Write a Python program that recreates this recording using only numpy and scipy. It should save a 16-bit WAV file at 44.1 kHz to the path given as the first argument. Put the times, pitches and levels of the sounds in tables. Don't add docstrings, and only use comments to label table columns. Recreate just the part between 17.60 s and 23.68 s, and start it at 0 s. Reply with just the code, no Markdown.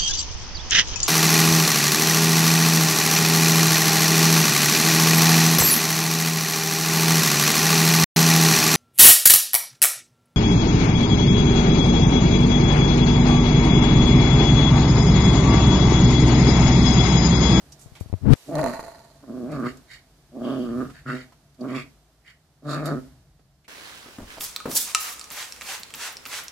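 import sys
import numpy as np
from scipy import signal
from scipy.fft import rfft, irfft, next_fast_len
from scipy.io import wavfile
from scipy.ndimage import uniform_filter1d

SR = 44100
rng = np.random.default_rng(int(sys.argv[2]) if len(sys.argv) > 2 else 0)


def master(y):
    cut = np.clip(np.atleast_2d(y).T, -1, 1)
    pcm = np.round(cut * 32767)
    wavfile.write(sys.argv[1], SR, pcm.astype(np.int16))


def gain_from_db(level_db):
    decades = np.asarray(level_db, float) / 20
    return 10 ** decades


N = 268125


def rms_one(x):
    return x / np.sqrt(np.mean(x ** 2) + 1e-20)


def even(x):
    return x / np.sqrt(uniform_filter1d(x ** 2, size=2600) + 1e-20)


def in_time(rows):
    s, *columns = np.transpose(rows)
    return [np.interp(np.arange(N) / SR, s, c) for c in columns]


def in_bursts(tables):
    rows = []
    for t in tables:
        before = (t[0][0] - .01, -100, *t[0][2:])
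        after = (t[-1][0] + .02, -100, *t[-1][2:])
        rows.append([before, *t, after])
    return in_time(np.concatenate(rows))


def at_hz(points, hz):
    points = np.array(points)
    return np.interp(np.log(np.maximum(hz, 1)), np.log(points[:, 0]), points[:, 1])


def drift(rate_hz):
    r = np.exp(-2 * np.pi * rate_hz / SR)
    slow = signal.lfilter([1], [1, -2 * r, r * r], rng.standard_normal(N + SR))
    return rms_one(slow[SR:])


def swell_db(full_s, hold_s, rise_db_per_s, fall_db_per_s):
    t = np.arange(N) / SR
    rise = rise_db_per_s * (t - full_s)
    fall = fall_db_per_s * (full_s + hold_s - t)
    return np.minimum(0, np.minimum(rise, fall))


def resonance(x, hz, width_hz):
    hz, out, state = np.broadcast_to(hz, N), np.zeros(N), [0., 0.]
    r = np.exp(-np.pi * width_hz / SR)
    for i in range(0, N, 256):
        a = [1, -2 * r * np.cos(2 * np.pi * hz[i] / SR), r * r]
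        out[i:i + 256], state = signal.lfilter([1 - r, 0, r - 1], a, x[i:i + 256] + 1e-18, zi=state)
    return out


def ring(clicks, hz, t60_s):
    r, w = gain_from_db(-60 / (t60_s * SR)), 2 * np.pi * hz / SR
    return signal.lfilter([0, np.sin(w)], [1, -2 * r * np.cos(w), r * r], clicks + 1e-18)


def strike(clicks, modes):
    out = np.zeros(N)
    for hz, level_db, t60_s in modes:
        strength = gain_from_db(level_db + 3.0 * rng.standard_normal(N))
        out += ring(clicks * strength, hz, t60_s)
    return out


def spread(x, twin):
    # frequency_hz, correlation [0-1]
    likeness = [(60, .98), (300, .95), (640, .86), (1400, .55), (2500, .05), (15000, .02)]
    # frequency_hz, level_db
    balance = [(60, 0.5), (240, 1), (950, -1.5), (3770, -1.5), (15000, -7.5)]
    hz = np.arange(N // 2 + 1) * SR / N
    alike, lean = at_hz(likeness, hz), gain_from_db(at_hz(balance, hz) / 2)
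    mid = rfft(x)
    side = np.sqrt((1 - alike) / (1 + alike)) * rfft(twin)
    return irfft([(mid + side) * lean, (mid - side) / lean], N)


def coloured(spectrum):
    hz = np.arange(N // 2 + 1) * SR / N
    one, two = irfft(rfft(rng.standard_normal((2, N))) * gain_from_db(at_hz(spectrum, hz)), N)
    return spread(rms_one(one), rms_one(two))


def room_air(near):
    # frequency_hz, relative_level_db (per Hz)
    rumble_colour = [(12, -59), (20, -30.5), (27, -39.5), (48, -5.5), (108, -17), (144, -6.5), (220, -30),
                     (290, -70.5), (480, -120)]
    # frequency_hz, relative_level_db (per Hz)
    hiss_colour = [(120, -66), (200, -8.5), (252, -7.5), (324, -9), (526, -15.5), (586, -13.5), (630, -9),
                   (870, -17), (1690, -21), (2500, -25.5), (4690, -23.5), (8620, -29), (14500, -33.5)]
    # peak_s, level_db
    rumble_swells = [(.06, -56.5), (1.95, -48), (3.15, -43), (3.55, -66), (4.2, -54.5), (5.3, -51.5),
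                     (5.6, -61), (5.95, -65.5)]
    rumble_start_db, rumble_sink_db_per_s, rumble_swell_db_per_s = -56, 1.9, 43.5
    hiss_start_db, hiss_sink_db_per_s = -57.5, 2
    hiss_below_loud_db, loud_fall_db_per_s = -27.5, 51
    t = np.arange(N) / SR

    loud_db = 10 * np.log10(uniform_filter1d(near ** 2, size=2000) + 1e-12)
    fall_db = loud_fall_db_per_s * t
    loud_db = np.maximum.accumulate(loud_db + fall_db) - fall_db

    swells = sum(gain_from_db(db - rumble_swell_db_per_s * np.abs(t - s)) for s, db in rumble_swells)
    rumble = np.hypot(gain_from_db(rumble_start_db - rumble_sink_db_per_s * t), swells)
    hiss = np.hypot(gain_from_db(hiss_start_db - hiss_sink_db_per_s * t), gain_from_db(loud_db + hiss_below_loud_db))
    return rumble * coloured(rumble_colour) + hiss * coloured(hiss_colour)


def room(x):
    t60_s, wall_cut_hz = 0.29, 7500
    size = next_fast_len(N + SR)
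    turn = np.exp(-2j * np.pi * np.arange(size // 2 + 1) / size)
    dull = np.exp(-2 * np.pi * wall_cut_hz / SR)
    out = np.zeros((2, size // 2 + 1), complex)
    lags = (rng.uniform(0.0074, 0.038, 16) * SR).astype(int)
    for k, lag in enumerate(lags):
        loss = gain_from_db(-60 * lag / SR / t60_s)
        loop = loss * (1 - dull) / (1 - dull * turn) * turn ** lag
        out[k % 2] += (-1) ** (k // 2) * loop / (1 - loop)
    return irfft(out * rfft(x, size), size)[:, :N]


def finger():
    # start_s, level_db, swing_hz
    bumps = [(0.26, -29.5, 103), (0.32, -32.5, 88), (0.41, -15, 88), (0.46, -26.5, 93), (0.499, -28, 78),
             (0.528, -10.5, 72), (0.539, -6.5, 90)]
    # time_s, level_db (before a gain of 13.5 dB), grit_db (over the lumps)
    rub = [(0.61, -53.5, -32), (0.643, -34.5, -49), (0.714, 4.5, -26), (0.737, 9, -19), (0.747, -30, 3.5),
           (0.76, -38.5, -20)]
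    # time_s, level_db
    snaps = [(0.7274, 2), (.7353, 22)]
    out = np.zeros(N)
    age = np.arange(round(.06 * SR)) / SR
    for s, db, hz in bumps:
        swing = np.exp(-age / 0.01) * np.cos(2 * np.pi * hz * age)
        out[round(s * SR):][:len(age)] -= gain_from_db(db) * swing * np.minimum(age / 0.00064, 1)

    level_db, grit_db = in_time(np.concatenate([[(.6, -100, 0)], rub, [(.76, -100, 0)]]))
    lump_band = signal.butter(2, [52, 170], "band", fs=SR, output="sos")
    grit_band = signal.butter(1, [300, 1500], "band", fs=SR, output="sos")
    lumps = signal.sosfilt(lump_band, rng.standard_normal(N))
    grit = signal.sosfilt(grit_band, rng.standard_normal(N))
    out += gain_from_db(level_db + 13.5) * (even(lumps) + gain_from_db(grit_db) * rms_one(grit * np.abs(lumps)))

    snap = np.zeros(N)
    for s, db in snaps:
        snap[round(s * SR)] = -gain_from_db(db)
    return out + signal.lfilter([1], [1, -1.3, .42], snap)


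def fading_bursts():
    # start_s, level_db, centre_hz, t60_s, sharpness (Q)
    bursts = [(.119, -42, 5900, 0.075, 4.1), (.19, -53.5, 7400, 0.25, 2.2), (.21, -49.5, 7240, 0.17, 3),
              (0.35, -49, 2455, 0.23, 1.4), (0.354, -52, 940, 0.18, 3.9), (0.399, -48.5, 4060, 0.14, 0.29),
              (0.753, -34.5, 4230, 0.37, 0.54), (0.76, -39.5, 600, 0.33, 0.89),
              (1.915, -47, 5998, 0.044, 1.2), (1.996, -49, 6500, .03, 1.5), (2.17, -41.5, 6530, 0.021, 2.2),
              (3.297, -47.5, 1195, 0.1, 1.3), (3.72, -51, 920, 0.079, 1.64),
              (3.942, -59.5, 4705, 0.052, 1.2), (4.007, -40.5, 4684, 0.029, 17),
              (5.252, -43, 4476, 0.11, 1.52), (5.254, -38.5, 9896, 0.082, 1.5),
              (5.79, -55, 250, 0.095, 1.61), (6.042, -54.5, 2400, 0.083, 5)]
    out = np.zeros(N)
    for s, db, hz, t60_s, sharpness in bursts:
        start = round(s * SR)
        age = np.arange(min(round(.25 * SR), N - start)) / SR
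        noise = rng.standard_normal(len(age))
        burst = rms_one(signal.lfilter(*signal.iirpeak(hz, sharpness, fs=SR), noise))
        out[start:][:len(age)] += gain_from_db(db - 60 * age / t60_s) * np.minimum(age / 0.0046, 1) * burst
    return out


def spring():
    # frequency_hz, level_db, t60_s
    board_modes = [(476, -39, 0.05497), (674, -3.5, 0.11), (918, -2, 0.026), (1100, -6.5, 0.023),
                   (1426, -5.5, 0.012), (1825, -6.5, 0.014), (2400, -14.5, 0.0051)]
    # frequency_hz, level_db, t60_s
    coil_modes = [(4180, -9, 0.036), (4650, -5, 0.0077), (6200, -1, 0.0024), (7040, -9, 0.0088),
                  (8800, -1.5, 0.0018), (10850, -8, 0.0008)]
    # time_s, board_db, coil_db (levels of the driving clicks)
    slaps = [(.954, -26, -29.5), (.984, -34, -36), (1.014, -28, -33), (1.041, -16, -28),
             (1.062, -20, -30.5), (1.084, -25.5, -36.5), (1.107, -29.5, -37), (1.129, -34, -41),
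             (1.149, -32, -42), (1.171, -34, -51), (1.194, -25, -43), (1.229, -36, -45), (1.264, -42, -44),
             (1.283, -35, -49)]
    pluck_s, hold_s, buzz_db = 0.95, 0.12, -32
    coil_under_board_db, coil_late_s = -18, 0.056
    board_db = buzz_db + swell_db(pluck_s, hold_s, 502, 59.5)
    coil_db = buzz_db + coil_under_board_db + swell_db(pluck_s + coil_late_s, hold_s, 170, 45)
    coil_db = np.minimum(coil_db, board_db)

    clicks = rng.random(N) < 900 / SR
    rattle = clicks * rng.standard_normal(N) * gain_from_db(3.3 * drift(49.07))
    buzz = gain_from_db(board_db) * even(strike(rattle, board_modes))
    buzz = buzz + gain_from_db(coil_db) * even(strike(rattle, coil_modes))

    s, slap_db, tick_db = np.transpose(slaps)
    board, coil = np.zeros((2, N))
    board[(s * SR).astype(int)] = gain_from_db(slap_db)
    coil[(s * SR).astype(int)] = gain_from_db(tick_db)
    soft = signal.lfilter([.2], [1, -.8], board)
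    return buzz + strike(soft, board_modes) + strike(coil, coil_modes)


def breath():
    # full_s, hold_s, mouth_db, mouth_centre_hz, nose_db (over mouth)
    exhalations = [(1.91, .05, -55, 2278, -3.5), (2.06, 0.032, -45, 1850, -7.5),
                   (2.314, 0.034, -46, 1950, -5), (2.845, .12, -52, 3106, -24),
                   (3.002, 0.092, -59, 3100, -7), (3.204, 0.048, -66, 2650, -19),
                   (3.347, 0.042, -53, 1671, -9), (3.485, 0.039, -41.5, 1760, -11),
                   (3.557, .06, -48.5, 1960, -7), (4.094, 0.032, -48.5, 1973, -11),
                   (4.158, 0.036, -37.5, 2268, -10.5), (4.672, 0.033, -51, 1948, -10),
                   (5.1, 0.039, -58.5, 2607, 16.5), (5.146, 0.027, -61, 2930, 5),
                   (5.181, .02, -53.5, 2170, -6.5), (5.262, 0.02, -50.5, 2076, 4)]
    # frequency_hz, width_hz, level_db
    nose_modes = [(3830, 84, 11), (4340, 610, 10), (6680, 480, 1), (11200, 670, -29)]
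    rise_db_per_s, fall_db_per_s = 620, 317
    shapes = [gain_from_db(db + swell_db(s, hold, rise_db_per_s, fall_db_per_s)) for s, hold, db, *_ in exhalations]
    shapes = np.array(shapes) + 1e-30
    total = shapes.sum(axis=0)
    centre_hz, nose_db = np.transpose(exhalations)[3:] @ shapes / total

    air = rng.standard_normal(N) * gain_from_db(1.95 * drift(110))
    nose = sum(gain_from_db(db) * resonance(air, hz, width_hz) for hz, width_hz, db in nose_modes)
    mouth = resonance(resonance(air, centre_hz, 600), centre_hz, 1100)
    upper_hz = 1.44 * centre_hz
    mouth = mouth + gain_from_db(-9.5) * resonance(resonance(air, upper_hz, 490), upper_hz, 730)
    return total * (rms_one(mouth) + gain_from_db(nose_db) * rms_one(nose))


def growl_controls():
    # time_s, chest_db (effort), pitch_hz (pulse rate), mouth_db (opening, over chest)
    bursts = [
        [(.86, -61, 145, -20), (.885, -35, 148.5, -24.5), (.958, -32.5, 157.1, -13.5),
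         (1.002, -33, 152.9, -9.5), (1.062, -28.5, 123.9, -15), (1.098, -30, 122.6, -13), (1.17, -62, 118, -10)],
        [(1.625, -69, 126, -14.5), (1.636, -43.5, 124.2, -12.5), (1.662, -56, 123.3, -14),
         (1.69, -36, 120, -20.5), (1.838, -30, 122.3, -27), (1.898, -36, 148.6, -16.5), (1.95, -34, 146.5, -6),
         (2.016, -27.5, 124.1, -13.5), (2.07, -26.5, 127.1, -4), (2.1, -37.5, 125.8, -16.5),
         (2.2, -56, 127, -12)],
        [(2.72, -51, 124.3, -24.5), (2.762, -37, 124.6, -27), (2.88, -26, 125.1, -14), (2.955, -29, 130.6, -14),
         (3.01, -24.5, 121.8, -29.5), (3.068, -30.5, 117.2, -16), (3.122, -28.5, 118.4, -18.5),
         (3.176, -26.5, 127.8, -19), (3.215, -24, 126.3, -14), (3.32, -51.5, 125.7, -7)],
        [(3.452, -66, 127, -9.5), (3.462, -37, 129.4, -3), (3.5, -35, 131.4, 5), (3.545, -27.5, 126.1, -13),
         (3.606, -42.5, 126.1, -9), (3.7, -69, 126, -12)],
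        [(3.975, -89, 126.7, -24.5), (3.99, -48, 125.8, -27.5), (4.018, -28.5, 127.5, -27.5),
         (4.05, -31, 125.7, -12.5), (4.075, -31.5, 123.2, -17), (4.165, -29, 126.9, -9),
         (4.21, -42, 126.8, -3.5), (4.23, -48, 127.9, -10), (4.32, -69, 133, -12)],
        [(5.025, -54, 144.1, -20), (5.074, -34, 145.1, -7.5), (5.12, -35, 145, 2.5), (5.16, -34, 146.4, 0.5),
         (5.22, -34.5, 148.8, -8), (5.276, -34.5, 157.3, -1), (5.318, -29, 152.1, -7.5),
         (5.385, -29.5, 124.7, -16), (5.405, -42.5, 127.1, -19), (5.47, -49.5, 132.9, -23),
         (5.56, -69, 130.6, -18)],
    ]
    # throat_start_db, throat_end_db, hum_db (all over chest), mouth_hz (mid-growl)
    voices = [(-17, 7, -7.5, 1180), (-4.5, -21.5, -10.5, 1163), (-2, -20, -10, 1186),
              (-17.5, -15, -8.5, 1396), (-7.5, -19, -7.5, 1146), (-13, -19.5, -3.5, 1267)]
    # time_s, roughness [0-1]
    roughness = [(.9, .42), (.97, .25), (1.08, .12), (1.7, .36), (1.84, .2), (1.94, .4), (2.05, .26),
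                 (2.76, .4), (2.97, .42), (3.0, .22), (3.2, .14), (3.25, .4), (3.5, .3), (3.55, .12),
                 (4.02, .2), (4.06, .36), (4.15, .3), (5.06, .44), (5.3, .4), (5.38, .2)]
    mid_open_db, mid_rate_hz, full_effort_db = -12, 130, -32
    chest_db, pitch_hz, mouth_db = in_bursts(bursts)
    ends = []
    for g, (throat_start_db, throat_end_db, hum_db, mouth_hz) in zip(bursts, voices):
        start_s, end_s = g[0][0], g[-1][0]
        half_s = (end_s - start_s) / 2
        ends.append((start_s, throat_start_db, hum_db, mouth_hz, -half_s))
        ends.append((end_s, throat_end_db, hum_db, mouth_hz, half_s))
    throat_db, hum_db, mouth_hz, past_middle_s = in_time(ends)

    wide, high = mouth_db - mid_open_db, pitch_hz - mid_rate_hz
    throat_db = throat_db + 0.134 * wide + 0.5282 * high
    late = np.clip(full_effort_db - chest_db, 0, 25) * (past_middle_s > 0)
    hum_over_chest_db = hum_db + 0.85 * wide + 0.49 * high + 0.6 * late
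    hum_db = chest_db + np.minimum(hum_over_chest_db, 5.5)
    mouth_hz = mouth_hz + 200 * past_middle_s
    rough = np.clip(in_time(roughness)[0], 0, 1)
    return chest_db, pitch_hz, throat_db, mouth_db, mouth_hz, rough, hum_db


def vocal_folds(pitch_hz, rough):
    cycles = np.cumsum(pitch_hz * (1 + .2 * rough * drift(40))) / SR
    sizes = gain_from_db(3.2 * rough * rng.standard_normal(1200)[cycles.astype(int)])
    pulses = rms_one((np.diff(np.floor(cycles), prepend=0) > 0) * sizes)
    air = rms_one(rng.standard_normal(N) * np.exp(-2.2 * (cycles % 1)) * sizes)
    folds = pulses + 1.1 * rough * air
    rasp = pulses + .8 * air
    return folds, rasp


def growl():
    # frequency_hz, width_hz, level_db
    chest_modes = [(250, 67.5, 24), (411, 470, -9.5)]
    chest_db, pitch_hz, throat_db, mouth_db, mouth_hz, rough, hum_db = growl_controls()
    folds, rasp = vocal_folds(pitch_hz, rough)

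    chest = np.zeros(N)
    for k, (hz, width_hz, db) in enumerate(chest_modes):
        chest += gain_from_db(db) * (-1) ** k * resonance(folds, hz, width_hz)
    chest = signal.sosfilt(signal.butter(4, [130, 520], "band", fs=SR, output="sos"), chest)

    throat_hz = 609
    throat = resonance(resonance(folds + rasp, throat_hz, 86), throat_hz, 420)
    throat = signal.sosfilt(signal.butter(4, 800, fs=SR, output="sos"), throat)

    mouth = resonance(rasp, mouth_hz, 131) - gain_from_db(-15.5) * resonance(rasp, 1.436 * mouth_hz, 250)
    mouth = signal.sosfilt(signal.butter(3, [1000, 2300], "band", fs=SR, output="sos"), mouth)

    home_hz, follows, waver = 143.6, 0.51, 0.029
    hum_hz = (home_hz + follows * (pitch_hz - home_hz)) * (1 + waver * drift(29))
    hum = gain_from_db(hum_db) * np.sin(2 * np.pi * np.cumsum(hum_hz) / SR)
    voice = even(chest) - gain_from_db(throat_db) * even(throat) + gain_from_db(mouth_db) * even(mouth)
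    return hum + gain_from_db(chest_db) * voice


def scene():
    near = growl() + breath() + spring() + fading_bursts()
    scatter = rng.standard_normal(1500) * np.exp(-np.arange(1500) / 300)
    scattered = signal.fftconvolve(near, scatter / np.linalg.norm(scatter))[:N]
    direct = spread(near, scattered)
    return direct + gain_from_db(-21) * room(near) + room_air(near) + finger() * [[1], [0]]


def band_limit(x):
    return signal.sosfilt(signal.butter(12, 15710, fs=SR, output="sos"), x)


def record(dry):
    threshold_db, recovery_db_per_s, ceiling = -12, 260, .92
    peak_db = 20 * np.log10(np.abs(dry).max(axis=0) + 1e-9)
    over_db = np.maximum(peak_db - threshold_db, 0)
    slope = recovery_db_per_s * np.arange(N) / SR
    duck_db = uniform_filter1d(np.maximum.accumulate(over_db + slope) - slope, size=200)
    held = ceiling * np.tanh(dry * gain_from_db(-.6 * duck_db) / ceiling)
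    mix = signal.sosfilt(signal.cheby2(8, 40, 15600, fs=SR, output="sos"), held)
    return band_limit(mix)


dry = scene()
out = record(dry)
master(out)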